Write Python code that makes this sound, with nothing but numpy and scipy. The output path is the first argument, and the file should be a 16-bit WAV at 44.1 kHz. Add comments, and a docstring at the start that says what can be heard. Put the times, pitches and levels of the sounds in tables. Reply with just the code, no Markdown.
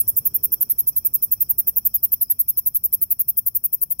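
"""A katydid rasps on a plant at night, a hand's width from a slowly moving pair of microphones.
Eleven times a second its wings open with a faint scrape and close loudly: a scraper runs over a file
of teeth, each ringing the wing, and springs off with a snap. Leaves and ground scatter the song.
Behind it, far crickets shrill to the left and distant traffic rumbles and fades. A far car swells by
early on; later a few small chirps fall through the crickets' band."""
import sys
import numpy as np
from scipy import signal
from scipy.fft import rfft, irfft
from scipy.io import wavfile
from scipy.ndimage import uniform_filter1d, minimum_filter1d

SR = 44100
rng = np.random.default_rng(int(sys.argv[2]) if len(sys.argv) > 2 else 0)


def pcm_store(signal):
    """Save signal as 16-bit PCM."""
    levels = np.round(np.clip(np.atleast_2d(signal), -1, 1) * 32767)
    wavfile.write(sys.argv[1], SR, levels.astype(np.int16).T)


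N = 176400
FFT_SIZE = 2 ** 18
TIME = np.arange(N) / SR
HZ = np.maximum(np.arange(FFT_SIZE // 2 + 1) * SR / FFT_SIZE, 1)

# Levels in the tables are relative: gains and envelopes further down act on them.
# closing strokes of the wings: t/s, length/s, level/dB, final snap above that level/dB
CLOSING_STROKES = [(-0.009, 0.0235, -15.0, 8), (0.0782, 0.0233, -15.2, 12), (0.1656, 0.0238, -15.2, 12),
                   (0.2531, 0.0238, -15.6, 12), (0.344, 0.0233, -15.8, 12), (0.4335, 0.0236, -15.1, 12),
                   (0.5204, 0.0238, -14.8, 11), (0.6085, 0.0228, -14.3, 12), (0.6971, 0.0239, -14.2, 11),
                   (0.7839, 0.0239, -14.0, 11), (0.8708, 0.0238, -14.3, 11), (0.9614, 0.0242, -14.9, 13),
                   (1.049, 0.0237, -14.7, 10), (1.1371, 0.023, -14.5, 12), (1.2247, 0.0238, -13.7, 11),
                   (1.315, 0.0234, -14.0, 11), (1.405, 0.0241, -14.2, 11), (1.4934, 0.0232, -14.4, 11),
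                   (1.5826, 0.0231, -14.4, 11), (1.6718, 0.0239, -14.0, 11), (1.7624, 0.024, -14.8, 11),
                   (1.8516, 0.0232, -13.7, 7), (1.9416, 0.0236, -13.8, 10), (2.0304, 0.0242, -13.8, 9),
                   (2.1198, 0.0238, -13.7, 8), (2.211, 0.0232, -14.4, 9), (2.2995, 0.0229, -13.6, 10),
                   (2.3919, 0.024, -13.7, 9), (2.4826, 0.024, -14.2, 7), (2.5724, 0.0228, -14.5, 9),
                   (2.6602, 0.0233, -14.5, 7), (2.7471, 0.0245, -14.2, 9), (2.8383, 0.0239, -14.6, 9),
                   (2.9271, 0.0234, -14.4, 9), (3.0154, 0.0238, -14.7, 10), (3.1057, 0.0233, -14.7, 10),
                   (3.1942, 0.024, -14.5, 9), (3.2822, 0.0231, -15.0, 6), (3.371, 0.0239, -15.1, 8),
                   (3.4625, 0.0234, -15.0, 9), (3.5495, 0.0234, -15.8, 10), (3.6392, 0.0232, -15.8, 8),
                   (3.7275, 0.023, -16.1, 8), (3.8145, 0.0231, -16.3, 10), (3.9049, 0.0238, -17.7, 7),
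                   (3.9925, 0.0235, -18.0, 8)]
# the scraper's run along the file: share of the stroke, rate/(teeth per s), force/dB
SCRAPER_RUN = [(0, 1900, -7), (.1, 1450, -4.2), (.3, 1380, -1.2), (.55, 1410, .6), (.75, 1370, .4),
               (.9, 1200, -.6), (1, 1000, -2)]
# ring of the wing on closing: f/Hz, level/dB
CLOSING_RING = [(300, -59), (900, -61), (1400, -48), (1900, -56), (2600, -59), (4300, -76.5), (6000, -43.5),
                (7200, -49.5), (8500, -36), (9500, -24.5), (10500, -12), (11800, -0.5), (13000, -3),
                (14400, 4), (15600, -1), (17000, 18.5)]
# the wing's higher modes speak later: f/Hz, delay/s
MODE_LAG = [(9000, 0), (16000, .00032)]
# colour of the low rasp, with a faint tone near 1.4 kHz, the rate of the tooth strikes: f/Hz, level/dB
RASP_COLOUR = [(300, -36), (700, -4), (1000, 0), (1200, -1), (1390, 5.5), (1600, -1.5), (1900, -2),
               (2600, -3), (3600, -2.5), (4500, -9), (7000, -31), (16000, -18)]
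# level ride of that rasp: t/s, level/dB
RASP_RIDE = [(0, -5), (1, -1), (2, 0), (3, 2), (3.3, 1), (4, -2)]
# ring of the wing as it snaps free: f/Hz, level/dB
SNAP_RING = [(1000, -65), (4000, -64.5), (5600, -43.5), (7000, -42.5), (8500, -37), (10400, -14.5),
             (11400, -7), (12200, 5), (13000, -7.5), (14000, -4), (16000, -10)]
# opening scrape, catching twice: time ahead of the stroke/s, level/dB
OPENING_ENVELOPE = [(.0003, -19), (.0018, -17), (.0026, -26), (.0036, -13), (.0044, -28), (.007, -32),
                    (.009, -45)]
# ring of the wing on opening: f/Hz, level/dB
OPENING_RING = [(1000, -64), (4500, -39), (6500, -22.5), (8500, -13.5), (10300, -5.5), (13000, -13),
                (15000, -3), (17000, 8)]
# ring of the tick as the wings part: f/Hz, level/dB
PARTING_RING = [(1000, -50), (5000, -30), (7000, -16.5), (8800, -1), (10300, -3), (12000, 3), (16000, -13)]
# the katydid's bearing as the microphones move: t/s, left minus right/dB
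SONG_PAN = [(0, -2.4), (.6, -2.2), (1.2, -1.9), (1.7, -1.4), (2.15, 0), (2.6, .4), (3.1, 1.4), (3.6, 2.9),
            (3.9, 5.7)]
# how much sooner the song reaches the left microphone: t/s, lead/microseconds
LEFT_LEAD = [(0, -27), (.17, -18), (.52, 7), (.7, 24), (1.05, 44), (1.67, 61), (2.03, 77), (2.39, 99),
             (2.66, 109), (3.46, 124), (3.64, 124), (3.9, 112)]
# colour of the close sound at each microphone: f/Hz, left/dB, right/dB
MIC_COLOUR = [(497, 3, 4), (1380, 1, -8.5), (4060, -1, -11.5), (6340, 5, -4), (8030, 2.5, -11),
              (9870, 3, -4), (12150, 1.5, 0.5), (12400, -2.5, 3), (13800, -1, 1.5), (17100, 1.5, -4)]
# scatter off leaves, ground and walls: delay/s, t60/s, level/dB
SCATTER_TAILS = [(.001, 0.041, -10.5), (.01, 0.167, -23.5)]
# the scatter is duller than the direct song: f/Hz, level/dB
SCATTER_EQ = [(5000, -7), (7500, 6), (9500, 7.5), (11500, 0), (14500, -2.5), (16000, 0)]
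# level ride of the song's lower treble: t/s, level/dB
TREBLE_RIDE = [(0, 10), (.3, 1.5), (.7, -3), (1.5, 0), (2.5, -4.5), (4, -4.5)]
# far cricket choruses: f/Hz, width/Hz, level/dB, left minus right/dB, fade/(dB per s)
CRICKET_BANDS = [(2480, 214, -78, 7.5, 0.5), (2551, 22, -86, 7, 0), (3235, 170, -82, 12, 1),
                 (5118, 120, -75.5, 17.5, -0.5), (5530, 454, -68, 27.5, 1), (6900, 280, -90, 10, 6),
                 (7660, 130, -81, 24, 2.5)]
# level ride of all the choruses: t/s, level/dB
CRICKET_RIDE = [(0, -0.5), (1, -0.5), (2, -2), (3, -4.5), (4, -5.5)]
# traffic rumble: f/Hz, density/(dB per Hz), left-right likeness, left minus right/dB
RUMBLE_SPECTRUM = [(20, -103, 0.45, 8), (33.2, -90, 0.95, -10), (54.7, -78.5, 1, -5),
                   (78.5, -74.5, 0.97, -3), (107, -73, 0.89, 1), (204.4, -82.5, 0.9, -0.5),
                   (320, -94.5, 0.27, 4), (590, -108, 0.58, -1.5), (1990, -135, 0.18, 6)]
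# night air with road hiss: f/Hz, density/(dB per Hz), left-right likeness, left minus right/dB
AIR_SPECTRUM = [(98, -105, 0.26, 2), (330, -91.5, 0.87, 1.8), (536, -99, 0.77, 6.3), (1254, -104, 0, 5.5),
                (2060, -114, 0, 0.5), (4540, -123, 0, 7.5), (6600, -123, 0, 31), (8650, -116, 0.44, 13),
                (15400, -115, 0, 4)]
# far engines: f/Hz, width/Hz, level/dB
ENGINE_HUMS = [(55.3, 6.6, -61), (236.5, 13.3, -68.5)]
# level rides of the traffic bed: t/s, rumble and hum/dB, air/dB
TRAFFIC_RIDE = [(0, 4.5, 5.5), (.5, 3, 2), (.9, 2.5, 2), (1.5, 1, 1.5), (2.2, -0.5, -2.5), (3, -2.5, -3),
                (4, -3, -5.5)]
# small falling chirps: t/s, level/dB
CHIRP_CUES = [(1.19, -52), (1.235, -53), (1.42, -56), (1.465, -50), (1.912, -53), (1.945, -54),
              (1.99, -46.5), (2.21, -53.5), (2.251, -45.5), (2.287, -48), (2.56, -54), (2.87, -54)]


def from_db(db):
    """Decibels to gain."""
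    return 10 ** (np.asarray(db) / 20)


def along(rows, x):
    """A table's later columns, read where its first column is x."""
    first, *columns = np.transpose(rows)
    return [np.interp(x, first, c) for c in columns]


def across_hz(rows):
    """A table's later columns, spread over the spectrum on a log-frequency axis."""
    first, *columns = np.transpose(rows)
    return [np.interp(np.log(HZ), np.log(first), c) for c in columns]


def panned(db):
    """Left and right gains for a level difference."""
    return from_db(np.array([np.atleast_1d(db), -np.atleast_1d(db)]) / 2)


def minimum_phase(db):
    """An EQ curve that rings only after the strike."""
    cepstrum = irfft(np.log(from_db(db)))
    cepstrum[1:FFT_SIZE // 2] *= 2
    cepstrum[FFT_SIZE // 2 + 1:] = 0
    return np.exp(rfft(cepstrum))


def clicks(times, gains, order=8):
    """Sharp clicks placed between the samples as windowed sinc pulses."""
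    out = np.zeros(N)
    index = np.floor(times * SR).astype(int)[:, None] + np.arange(1 - order, order + 1)
    offset = index - times[:, None] * SR
    pulse = gains[:, None] * np.sinc(offset) * np.cos(np.pi * offset / (2 * order)) ** 2
    inside = (index >= 0) & (index < N)
    np.add.at(out, index[inside], pulse[inside])
    return out


def noise(gain):
    """Two unrelated noises with the given spectrum."""
    return irfft(rfft(rng.standard_normal((2, FFT_SIZE))) * gain)[:, :N]


def narrow_noise(hz, width_hz):
    """A stereo band of noise around one pitch; rms 1."""
    band = noise(1 / (1 + ((HZ - hz) / width_hz) ** 2) ** 2)
    return band / band.std()


def closing_teeth(count=60, file_spread=.06, file_db=.7, jitter_db=1.6):
    """Times and forces of the tooth strikes: the scraper slows and slips less evenly towards the end."""
    spacing, height = rng.standard_normal((2, count))  # the same uneven file on every stroke
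    share = np.linspace(0, 1, count)
    rate, force_db = along(SCRAPER_RUN, share)
    times, levels = [], []
    for start, length, db, _ in CLOSING_STROKES:
        slip, jitter = rng.standard_normal((2, count))
        teeth_passed = (np.cumsum(rate) - rate[0]) * length / (count - 1)
        near_end = np.minimum(np.arange(count) / teeth_passed[-1], 1) ** 5
        slip_spread = .029 + .134 * near_end  # shares of a tooth gap
        gaps = np.maximum(1 + file_spread * spacing + slip * slip_spread, .75)
        tooth = np.cumsum(gaps) - gaps[0]
        struck_at = np.interp(tooth[tooth < teeth_passed[-1] - 1], teeth_passed, share)
        uneven_db = (file_db * height + jitter_db * jitter)[:len(struck_at)]
        times.append(start + struck_at * length)
        levels.append(db + np.interp(struck_at, share, force_db) + uneven_db)
    return np.concatenate(times), from_db(np.concatenate(levels))


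def low_rasp(gain_db=-52, right_db=-15, jitter_db=1.2, peak_share=.64):
    """A soft low rasp, mostly on the left, swells and fades under each closing stroke."""
    swells = np.zeros(N)
    for start, length, _, _ in CLOSING_STROKES:
        peak = from_db(jitter_db * rng.standard_normal())
        swells += np.interp(TIME, start + length * np.array([0, peak_share, 1.4]), [0, peak, 0])
    bearing_db = .65 * along(SONG_PAN, TIME)[0]  # louder as the katydid drifts left
    level = from_db(gain_db + along(RASP_RIDE, TIME)[0] + bearing_db)
    rasp = noise(from_db(across_hz(RASP_COLOUR)[0]))
    return rasp * swells * level * from_db([[0], [right_db]])


def snaps(ahead_s=.0005):
    """One hard click as the scraper springs off the file, just before each stroke ends."""
    start, length, db, snap_db = np.transpose(CLOSING_STROKES)
    return start + length - ahead_s, from_db(db + snap_db)


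def opening_teeth(count=32, teeth_per_s=4200):
    """The scraper brushes lightly back over the file ahead of each stroke."""
    start, _, db, _ = np.transpose(CLOSING_STROKES)
    ahead_s = (np.arange(count) + rng.random((len(start), count))) / teeth_per_s
    brush_db, = along(OPENING_ENVELOPE, ahead_s)
    return (start[:, None] - ahead_s).ravel(), from_db(db[:, None] + brush_db).ravel()


def parting_ticks(ahead_s=.0058):
    """The wings part with a tick before each stroke."""
    start, _, db, _ = np.transpose(CLOSING_STROKES)
    return start - ahead_s, from_db(db)


def wing(times, forces, ring, gain_db):
    """Spectrum of strikes that ring the wing and reach each microphone at their own time and level."""
    lead_s = along(LEFT_LEAD, times)[0] / 1e6
    left, right = panned(along(SONG_PAN, times)[0]) * forces
    strikes = np.array([clicks(times - lead_s / 2, left), clicks(times + lead_s / 2, right)])
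    lag = np.exp(-2j * np.pi * np.cumsum(along(MODE_LAG, HZ)[0]) * SR / FFT_SIZE)
    return rfft(strikes, FFT_SIZE) * lag * minimum_phase(across_hz(ring)[0] + gain_db)


def scatter_pattern():
    """Frequency response of the dying scatter at one spot, different on each side."""
    scatter = np.zeros((2, N))
    for delay, t60, db in SCATTER_TAILS:
        decay = (TIME >= delay) * from_db(-60 * np.minimum(TIME / t60, 10))
        tail = rng.standard_normal((2, N)) * decay
        scatter += from_db(db) * tail / np.sqrt(np.sum(tail ** 2, axis=1, keepdims=True))
    return rfft(scatter, FFT_SIZE)


def surroundings(song, spots=4, leaf_s=.0002128, leaf_db=-13.5, ground_s=.0058, ground_db=-17):
    """Direct song, a close leaf, a ground echo, and scatter that shifts as the microphones move."""
    leaf = from_db(leaf_db) * np.exp(-2j * np.pi * HZ * leaf_s)
    ground = from_db(ground_db) * np.exp(-2j * np.pi * HZ * ground_s)
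    out = irfft(song * (1 + leaf + ground))[:, :N]
    dull = song * minimum_phase(across_hz(SCATTER_EQ)[0])
    position = np.linspace(0, spots - 1, N)
    for spot in range(spots):
        crossfade = np.sqrt(np.maximum(1 - np.abs(position - spot), 0))
        out += crossfade * irfft(dull * scatter_pattern())[:, :N]
    return out


def katydid(treble_hz=8930, treble_width_hz=2140):
    """Wing strokes ring among the leaves; the song's lower treble starts strong and eases back."""
    closing = wing(*closing_teeth(), CLOSING_RING, gain_db=21.5)
    closing += wing(*snaps(), SNAP_RING, gain_db=19)
    opening = wing(*opening_teeth(), OPENING_RING, gain_db=15)
    opening += wing(*parting_ticks(), PARTING_RING, gain_db=-2)
    mic_eq = np.array([minimum_phase(db) for db in across_hz(MIC_COLOUR)])
    song = surroundings((opening + closing) * mic_eq)
    bell = np.exp(-.5 * ((HZ - treble_hz) / treble_width_hz) ** 2)
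    treble = irfft(rfft(song, FFT_SIZE) * bell)[:, :N]
    return song + treble * (from_db(along(TREBLE_RIDE, TIME)[0]) - 1)


def crickets(throb_hz=53, throb_db=2.18):
    """Far choruses blur into shrill, throbbing bands."""
    bands = np.zeros((2, N))
    for hz, width, db, pan, fade in CRICKET_BANDS:
        voices = narrow_noise(hz, width)
        throb = from_db(throb_db * narrow_noise(0, throb_hz)[0])
        bands += from_db(db - fade * TIME) * panned(pan) * voices * throb
    return bands * from_db(along(CRICKET_RIDE, TIME)[0])


def diffuse(spectrum):
    """A bed of noise from all round; left-right likeness sets its width at each frequency."""
    db, alike, pan = across_hz(spectrum)
    mid, side = rfft(rng.standard_normal((2, FFT_SIZE))) * np.sqrt([1 + alike, 1 - alike])
    stereo = np.array([mid + side, mid - side]) * panned(pan) * from_db(db)
    return irfft(stereo)[:, :N] * np.sqrt(SR) / 2


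def traffic():
    """Distant rumble, engine hum and road hiss fade slowly."""
    rumble_db, air_db = along(TRAFFIC_RIDE, TIME)
    hum = sum(from_db(db) * narrow_noise(hz, width)[0] for hz, width, db in ENGINE_HUMS)
    rumble = from_db(rumble_db) * (diffuse(RUMBLE_SPECTRUM) + hum)
    return rumble + from_db(air_db) * diffuse(AIR_SPECTRUM)


def passing_car(peak_s=.48, spread_s=.24, peak_db=-58.5):
    """A far car goes by in a soft swell of tyre noise."""
    swell = np.exp(-.5 * ((TIME - peak_s) / spread_s) ** 2)
    return from_db(peak_db) * swell * narrow_noise(hz=380, width_hz=220)


def chirps(hz=5117, fall_hz_per_s=6200, width_s=.0087, right_db=-33):
    """Short, nearly pure notes slide down on the left, blurred by distance."""
    notes = np.zeros(N)
    for centre, db in CHIRP_CUES:
        t = TIME - centre
        envelope = np.exp(-.5 * np.minimum((t / width_s) ** 2, 100))
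        notes += from_db(db) * envelope * np.sin(2 * np.pi * t * (hz - fall_hz_per_s * t / 2))
    flutter = 1 + .35 * narrow_noise(0, width_hz=150)
    return notes * flutter * from_db([[0], [right_db]])


def scene():
    """The katydid up front, the night behind it."""
    return katydid() + low_rasp() + crickets() + chirps() + traffic() + passing_car()


def record(dry, cutoff_hz=15800, ceiling=.79, limiter_s=.005):
    """The top is cut steeply; a look-ahead limiter eases down the highest strikes."""
    taps = signal.firwin(301, cutoff_hz, fs=SR, window=("kaiser", 6))
    sound = signal.fftconvolve(dry, taps[None], mode="same", axes=1)
    window = int(limiter_s * SR)
    needed_gain = ceiling / np.maximum(np.abs(sound), ceiling)
    held_gain = minimum_filter1d(needed_gain, 2 * window, axis=1)
    return sound * uniform_filter1d(uniform_filter1d(held_gain, window, axis=1), window, axis=1)


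dry = scene()
out = record(dry)
pcm_store(out)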